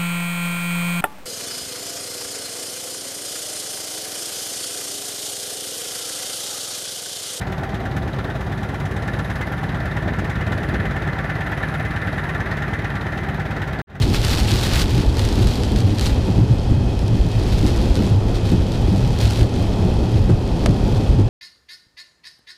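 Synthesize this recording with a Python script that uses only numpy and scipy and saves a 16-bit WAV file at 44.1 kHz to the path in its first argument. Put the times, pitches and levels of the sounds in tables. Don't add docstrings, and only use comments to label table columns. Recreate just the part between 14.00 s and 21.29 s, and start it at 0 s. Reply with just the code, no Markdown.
import sys
import numpy as np
from scipy import signal
from scipy.fft import next_fast_len
from scipy.io import wavfile
from scipy.ndimage import uniform_filter1d

SR = 44100
rng = np.random.default_rng(int(sys.argv[2]) if len(sys.argv) > 2 else 0)


def field_ratio(decibels):
    return 10 ** (np.asarray(decibels, dtype=float) / 20)


def to_wav(sig):
    pcm = np.clip(np.atleast_2d(sig), -1, 1) * 32767
    pcm = np.round(pcm).astype(np.int16)
    wavfile.write(sys.argv[1], SR, pcm.T)


N = 321489


def seconds():
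    return np.arange(N) / SR


def evened(x):
    return x / np.sqrt(np.mean(x ** 2) + 1e-20)


def curve(table):
    when, value = np.transpose(table)
    return np.interp(seconds(), when, value)


def colour(points, size=2048):
    point_hz, point_db = np.transpose(points)
    hz = abs(np.fft.fftfreq(4 * size, 1 / SR))
    log_gain = np.log(field_ratio(np.interp(np.log(hz + 1), np.log(point_hz), point_db, -70, -70)))
    minimum_phase = np.exp(np.conj(signal.hilbert(log_gain)))
    return evened(np.fft.ifft(minimum_phase).real[:size]) / np.sqrt(size)


def coloured(x, points, size=2048):
    return signal.oaconvolve(x, colour(points, size))[:N]


def resonate(x, hz, width):
    r = np.exp(-np.pi * width / SR)
    return signal.lfilter([1, 0, -1], [1, -2 * r * np.cos(2 * np.pi * hz / SR), r * r], x)


def steadied(x, share):
    size = abs(signal.hilbert(x, next_fast_len(N))[:N])
    return evened(x / (size + 0.16) ** share)


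def wander(span_s):
    span = max(round(span_s * SR), 1)
    return evened(uniform_filter1d(uniform_filter1d(rng.standard_normal(N), span), span))


def add(mix, s, sound):
    part = mix[max(round(s * SR), 0):][:len(sound)]
    part += sound[:len(part)]


# pitch_hz [Hz], width_hz [Hz], level_db [dB]
DUCT_BANDS = [(1320, 260, -52.5), (1800, 360, -49), (2545, 94, -48.5), (3220, 260, -46.5),
              (4700, 1300, -48)]


def vent():
    out = np.zeros(N)
    for hz, width, db in DUCT_BANDS:
        band = evened(resonate(rng.standard_normal(N), hz, width))
        out += field_ratio(db + 0.4 * wander(0.053)) * steadied(band, 0.2)
    return out


LUMPY_DB, LUMP_S = 2.5, 0.017

# pitch_hz [Hz], level_db [dB]
BODY_COLOUR = [(8.8, -44), (15, -8), (43, 0.5), (85, -0.5), (110, -49), (190, -120)]


def body_rumble():
    rumble = evened(coloured(rng.standard_normal(N), BODY_COLOUR, size=8192))
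    return steadied(rumble, 0.1) * field_ratio(-22 + LUMPY_DB * wander(LUMP_S))


# pitch_hz [Hz], width_hz [Hz], level_db [dB]
CABIN_MODES = [(104.8, 25, 8.5), (112, 100, -7)]
# peak_s [s], length_s [s], level_db [dB]
ROUGH_PATCHES = [(.01, 0.041, -12), (0.114, 0.04, -15), (0.54, 0.033, -17), (0.955, 0.051, -16),
                 (1.232, 0.035, -15.5), (1.446, 0.065, -14.5), (1.87, 0.065, -15), (2.414, 0.064, -14),
                 (2.516, 0.033, -10), (2.773, 0.11, -11.5), (3.04, 0.033, -18), (3.132, 0.043, -13.5),
                 (3.38, 0.066, -19.5), (3.643, 0.12, -17.5), (3.997, 0.056, -16), (4.152, 0.066, -13.5),
                 (4.57, 0.1, -15.5), (4.996, 0.25, -19), (5.256, 0.072, -15), (5.426, 0.055, -10.5),
                 (5.86, 0.18, -21.5), (6.176, .09, -14.5), (6.322, 0.07, -8.5), (6.706, .06, -14),
                 (6.967, 0.11, -18.5), (7.17, 0.13, -12.5), (7.265, 0.094, -15)]


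def cabin_boom():
    road, air = rng.standard_normal(N), np.zeros(N)
    for hz, width, db in CABIN_MODES:
        air += field_ratio(db) * evened(resonate(resonate(road, hz, width), hz, 3 * width))
    t, power = seconds(), field_ratio(-22.5) ** 2
    for s, length, db in ROUGH_PATCHES:
        power = power + field_ratio(db) ** 2 * np.exp(-(2 * (t - s) / length) ** 2)
    lumps = field_ratio(0.35 + 0.51 * LUMPY_DB * wander(LUMP_S))
    return steadied(evened(air), 0.46) * np.sqrt(power) * lumps


# pitch_hz [Hz], level_db [dB]
ROAD_COLOUR = [(82, -51), (140, -7), (189, -2.5), (221, -4.5), (242, -4.5), (329, -8.5), (356, -8),
               (413, -8.5), (451, -13), (529, -12.5), (620, -17), (861, -17.5), (1010, -25.5), (1500, -34),
               (1950, -82), (3300, -120)]
# time_s [s], level_db [dB]
TYRE_LEVEL = [(0, -26.5), (.4, -25.5), (.8, -26), (1.4, -25), (2.0, -27), (2.35, -24.5), (2.8, -28),
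              (3.3, -27.5), (3.8, -24.5), (4.2, -25.5), (4.7, -26), (5.3, -25.5), (5.8, -23.5), (6.2, -26),
              (6.5, -24.5), (6.85, -23), (7.29, -25.5)]


def tyre_roar():
    roar = evened(coloured(rng.standard_normal(N), ROAD_COLOUR))
    return roar * field_ratio(curve(TYRE_LEVEL) + 1.5 + 0.5 * wander(0.035))


# peak_s [s], push_db [dB], way [crest +1 or dip -1]
BUMPS = [(0.423, -9, 1), (0.549, -13, 1), (1.085, -6.5, -1), (1.237, -12, 1), (1.377, -12, 1),
         (1.459, -7, 1), (1.769, -10, 1), (2.131, -9.5, -1), (2.377, -13, 1), (2.609, -15, 1),
         (2.867, -12, -1), (3.208, -5, 1), (3.468, -11, 1), (3.544, -10, 1), (3.658, -9, -1),
         (3.813, -17, -1), (3.916, -6, 1), (4.156, -12, 1), (4.796, -10, -1), (5.249, -9, 1),
         (5.419, -5, 1), (5.696, -9.5, 1), (5.883, -13, 1), (5.989, -13, 1), (6.225, -8.5, -1),
         (6.451, -15.5, -1), (6.681, -12, -1), (6.846, -9, 1), (7.101, -4, 1)]


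def jolts():
    jolt_s, jolt_hz = 0.03, 55
    t, out = seconds(), np.zeros(N)
    for s, db, way in BUMPS:
        hz = jolt_hz * rng.uniform(0.98, 1.0)
        push = np.cos(2 * np.pi * hz * (t - s)) * np.exp(-(2 * (t - s) / jolt_s) ** 2)
        out += np.sign(way) * field_ratio(db) * push
    return out


# pitch_hz [Hz], level_db [dB]
COWL_TONES = [(240, -4), (300, -0.5), (362, -6)]
# peak_s [s], blow_db [dB], low_tone_hz [Hz], upper_tones_db [dB]
BLADE_TURNS = [(0.075, -16, 209, -2.5), (0.104, -27, 195, 6), (0.532, -20, 190, -2),
               (0.986, -12.5, 165, -8), (1.387, -15, 192, -3), (1.457, -18, 187, -19),
               (1.752, -16.5, 210, -22), (1.876, -20, 194, 2.5), (1.928, -18, 206, -0.5),
               (2.286, -14, 185.4, -6.5), (2.387, -13.5, 168, -5), (2.721, -21, 239, 4.5),
               (3.153, -13.5, 185, -7), (3.259, -12, 165, -9), (3.643, -12.5, 194, 0.5),
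               (4.002, -15, 200, -2), (4.048, -12, 198, -15), (4.529, -10, 178, -2),
               (4.884, -21.5, 195, 3.5), (4.929, -7.5, 194, -11), (5.416, -18.5, 174, 2.5),
               (5.847, -16, 177, -5), (6.297, -8, 173, -5), (6.642, -15, 176, -6), (6.696, -10.5, 183, -7),
               (7.145, -17, 178, -5), (7.193, -20, 186, 6)]


def wipers():
    rise_s = 0.0125
    t, out = np.arange(SR // 4) / SR, np.zeros(N)
    swell = t / rise_s * np.exp(1 - t / rise_s)
    for s, db, low_hz, upper_db in BLADE_TURNS:
        upper = 0.14 * evened(resonate(rng.standard_normal(len(t)), 460, 260))
        for hz, tone_db in COWL_TONES:
            upper += field_ratio(tone_db) * np.sin(2 * np.pi * (hz * t + rng.standard_normal()))
        tones = np.sin(2 * np.pi * low_hz * t) + field_ratio(upper_db) * upper
        add(out, s - rise_s, field_ratio(db - 2.5) * tones * swell)
    return out


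# peak_s [s], level_db [dB]
LINKAGE_CLACKS = [
    (3.156, -12),
    (3.260, -14),
    (6.299, -10),
    (6.635, -11),
    (7.1905, -7.5),
]


def clacks():
    half_width_s, rounding_s = 0.0004, 0.0001
    t, out = seconds(), np.zeros(N)
    for s, db in LINKAGE_CLACKS:
        out += field_ratio(db) * np.exp(-np.sqrt((t - s) ** 2 + rounding_s ** 2) / half_width_s)
    return out


# start_s [s], peak_db [dB]
NEAR_SNAP = [
    (6.6598, -15),
]
# delay_s [s], level_db [dB]
RATTLES = [
    (.0016, -3),
    (.0030, -14),
    (.0070, -15),
    (.0100, -21),
]


def snap():
    t, out = np.arange(600) / SR, np.zeros(N)
    click = -(1 - t / 0.000089) * np.exp(-t / 0.00013)
    knock = 0.27 * np.sin(2 * np.pi * 650 * t) * np.exp(-t / 0.0043)
    for s, db in NEAR_SNAP:
        add(out, s + 0.00102, field_ratio(db + 14.0) * (click + knock))
        for delay, echo_db in RATTLES:
            rattle = uniform_filter1d(rng.standard_normal(len(t)), size=5) * np.exp(-t / 0.0012)
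            add(out, s + 0.0014 + delay, field_ratio(db + 10.0 + echo_db) * rattle)
    return signal.lfilter(*signal.butter(4, 10500, fs=SR), out)


# time_s [s], patter_db [dB]
STEADY_FALL = [(0.0, -35.5), (0.2, -33), (0.8, -28), (0.86, -36.5), (1.12, -38.5), (1.25, -33), (1.75, -39),
               (2.7, -43), (2.85, -48), (3.3, -40.5), (3.5, -36.5), (4.08, -37), (4.18, -44), (4.5, -42),
               (5.1, -39), (6.2, -43.5), (7.1, -41), (7.29, -46.5)]
# start_s [s], hold_s [s], patter_db [dB]
RAIN_SHEETS = [(0.014, .015, -29), (0.129, .035, -27.5), (0.224, 0.061, -28.5), (0.296, 0.041, -25.5),
               (0.372, 0.026, -27.5), (.478, 0.082, -30), (.61, 0.058, -29), (0.726, .095, -26),
               (0.886, 0.12, -36), (0.987, 0.037, -37), (1.179, 0.045, -34), (1.25, 0.027, -44),
               (1.41, 0.022, -31.5), (1.458, 0.11, -34), (1.757, 0.045, -35.5), (1.858, 0.062, -39),
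               (1.96, 0.045, -38), (2.01, .06, -29.5), (2.07, .045, -36), (3.45, 0.094, -39),
               (3.66, .03, -35.5), (4.27, .02, -42), (4.345, 0.032, -36), (4.442, .08, -38),
               (5.191, 0.076, -30.5), (5.28, 0.15, -33.5), (4.71, .04, -40.5), (5.53, .1, -41),
               (6.12, .06, -43.5), (6.6, 0.074, -46)]


def rainfall_db():
    rise_s, fall_s = 0.01, 0.021
    t, power = seconds(), field_ratio(curve(STEADY_FALL)) ** 2
    for s, hold, db in RAIN_SHEETS:
        rise = np.clip((t - s) / rise_s, 0, 1)
        fall = np.exp(-np.maximum(t - s - hold, 0) / fall_s)
        power = power + (field_ratio(db) * rise * fall) ** 2
    return 10 * np.log10(power)


def small_drops(density, drops_per_s=3200, spread_db=4.5, patches=12):
    size = field_ratio(spread_db * np.minimum(rng.exponential(1, N), 4.2))
    size *= rng.random(N) < density * drops_per_s / SR
    ticks = size * rng.choice([-1, 1], N, p=[.7, .3]) / np.sqrt(density)
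    patch = rng.integers(0, patches, N)
    rings = np.zeros(N)
    for k, hz in enumerate(np.geomspace(1900, 13000, patches)):
        rings += resonate(ticks * (patch == k), hz, 0.57 * hz)
    return evened(0.61 * evened(ticks) + 0.39 * evened(rings))


def patter(level_db):
    haze = 0.52
    near = small_drops(density=field_ratio(0.5 * (level_db + 40)))
    hiss = np.sqrt(signal.lfilter([.004], [1, -.996], near ** 2)) * rng.standard_normal(N)
    far = 0.51 * hiss + 0.77 * rng.standard_normal(N)
    out = near * np.sqrt(1 - haze) + far * np.sqrt(haze)
    out *= field_ratio(level_db + 0.5 * wander(0.0022) - 0.67)
    fizz = signal.lfilter(*signal.butter(2, 6500, "high", fs=SR), out)
    return out + fizz * (field_ratio(0.18 * (level_db + 47)) - 1)


# start_s [s], tick_db [dB]
LARGE_DROPS = [(0.0238, -21), (0.2166, -20), (0.25, -14), (0.307, -22), (0.374, -19), (0.4787, -20),
               (0.5165, -15), (0.6115, -18), (0.633, -16), (0.7572, -15), (0.8173, -13), (0.9476, -21),
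               (1.17, -20), (1.194, -15.5), (1.2508, -17.5), (1.2888, -20), (1.4715, -18), (1.556, -21),
               (1.635, -19), (1.761, -21), (1.985, -20), (1.9952, -17), (2.0112, -14.5), (2.0707, -20),
               (2.992, -25.5), (3.081, -25), (3.665, -19), (3.955, -20), (5.1884, -22), (5.308, -17)]


def large_drops(level_db):
    fat_per_s, splash_db = 22, -11
    landed = list(LARGE_DROPS)
    s = rng.exponential(1 / fat_per_s)
    while s < (N - 1) / SR:
        scatter_db = np.log(rng.exponential() + 0.01)
        landed.append((s, level_db[int(s * SR)] + 10 + scatter_db))
        s += rng.exponential(1 / fat_per_s)
    t, out = np.arange(1200) / SR, np.zeros(N)
    for s, db in landed:
        splat = field_ratio(splash_db) * rng.standard_normal(len(t)) * np.exp(-t / 0.0028)
        splat[:2] = -4.0, 5.8
        add(out, s + 0.0002, field_ratio(db + 2.0) * splat)
    return signal.lfilter(*signal.butter(3, 11500, fs=SR), out)


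# start_s [s], peak_db [dB], pitch_hz [Hz]
METAL_DROPS = [
    (0.025, -11, 4260),
    (0.483, -7, 2740),
    (0.5134, -12, 3430),
    (0.5214, -17, 3900),
    (0.538, -17, 4430),
    (0.5774, -21, 4540),
    (0.5844, -22, 3600),
]


def pings():
    t, out = np.arange(1200) / SR, np.zeros(N)
    for s, db, hz in METAL_DROPS:
        add(out, s, field_ratio(db - 10.5) * np.sin(2 * np.pi * hz * t) * np.exp(-t / 0.001))
    return out


# pitch_hz [Hz], level_db [dB]
GLASS_COLOUR = [(650, -2), (1100, -2), (1470, -1.5), (2260, -4), (2820, -2), (3050, -1.5), (4300, 0.5),
                (6260, -9), (12700, -20.5), (14500, -16), (15500, -22)]


def rain():
    level_db = rainfall_db()
    return coloured(patter(level_db) + large_drops(level_db) + pings(), GLASS_COLOUR)


def scene():
    drone = body_rumble() + cabin_boom() + tyre_roar() + jolts()
    return (vent() + drone + wipers() + clacks() + snap() + rain())[None]


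def ducked(x):
    from_db, share, recover_db_per_s = -14, 0.53, 25.5
    power_db = 10 * np.log10(abs(uniform_filter1d(x[0] ** 2, size=3600, origin=1700)) + 1e-12)
    recovery = seconds() * recover_db_per_s
    held_db = np.maximum.accumulate(power_db + recovery) - recovery
    over_db = np.maximum(held_db - from_db, 0)
    return x / field_ratio(share * uniform_filter1d(over_db, size=800))


# pitch_hz [Hz], threshold_db [dB against the usual level]
TREBLE_GATE = [(9000, -30), (11000, -8), (12300, -2.5), (13500, 2.5), (14500, 5.5), (15400, 7.5)]


def gated(x):
    follow, flicker_db = 0.75, 1.6
    window = np.sqrt(signal.windows.hann(2048, sym=False))
    hz, t, z = signal.stft(x, SR, window, nperseg=2048, noverlap=1024)
    db = 20 * np.log10(abs(z) + 1e-9)
    now_db = 10 * np.log10(uniform_filter1d(abs(z) ** 2, size=40, axis=1) + 1e-18)
    usual_db = np.median(now_db, axis=2, keepdims=True)
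    threshold_db = np.interp(hz, *np.transpose(TREBLE_GATE), -99)[:, None]
    edge_db = threshold_db + usual_db + follow * (now_db - usual_db)
    edge_db += flicker_db * np.interp(t * SR, np.arange(N), wander(0.015))
    return signal.istft(z * (db > edge_db), SR, window, nperseg=2048, noverlap=1024)[1][:, :N]


def band_limit(x):
    return signal.sosfilt(signal.butter(12, 15680, fs=SR, output="sos"), x)


def record(dry):
    limited = 1.14 * np.tanh(ducked(dry) / 1.124)
    banded = signal.oaconvolve(limited, signal.firwin(255, 15600, fs=SR)[None], "same")
    banded = banded * np.minimum((N - np.arange(N)) / 100, 1)
    return band_limit(gated(banded))


dry = scene()
out = record(dry)
to_wav(out)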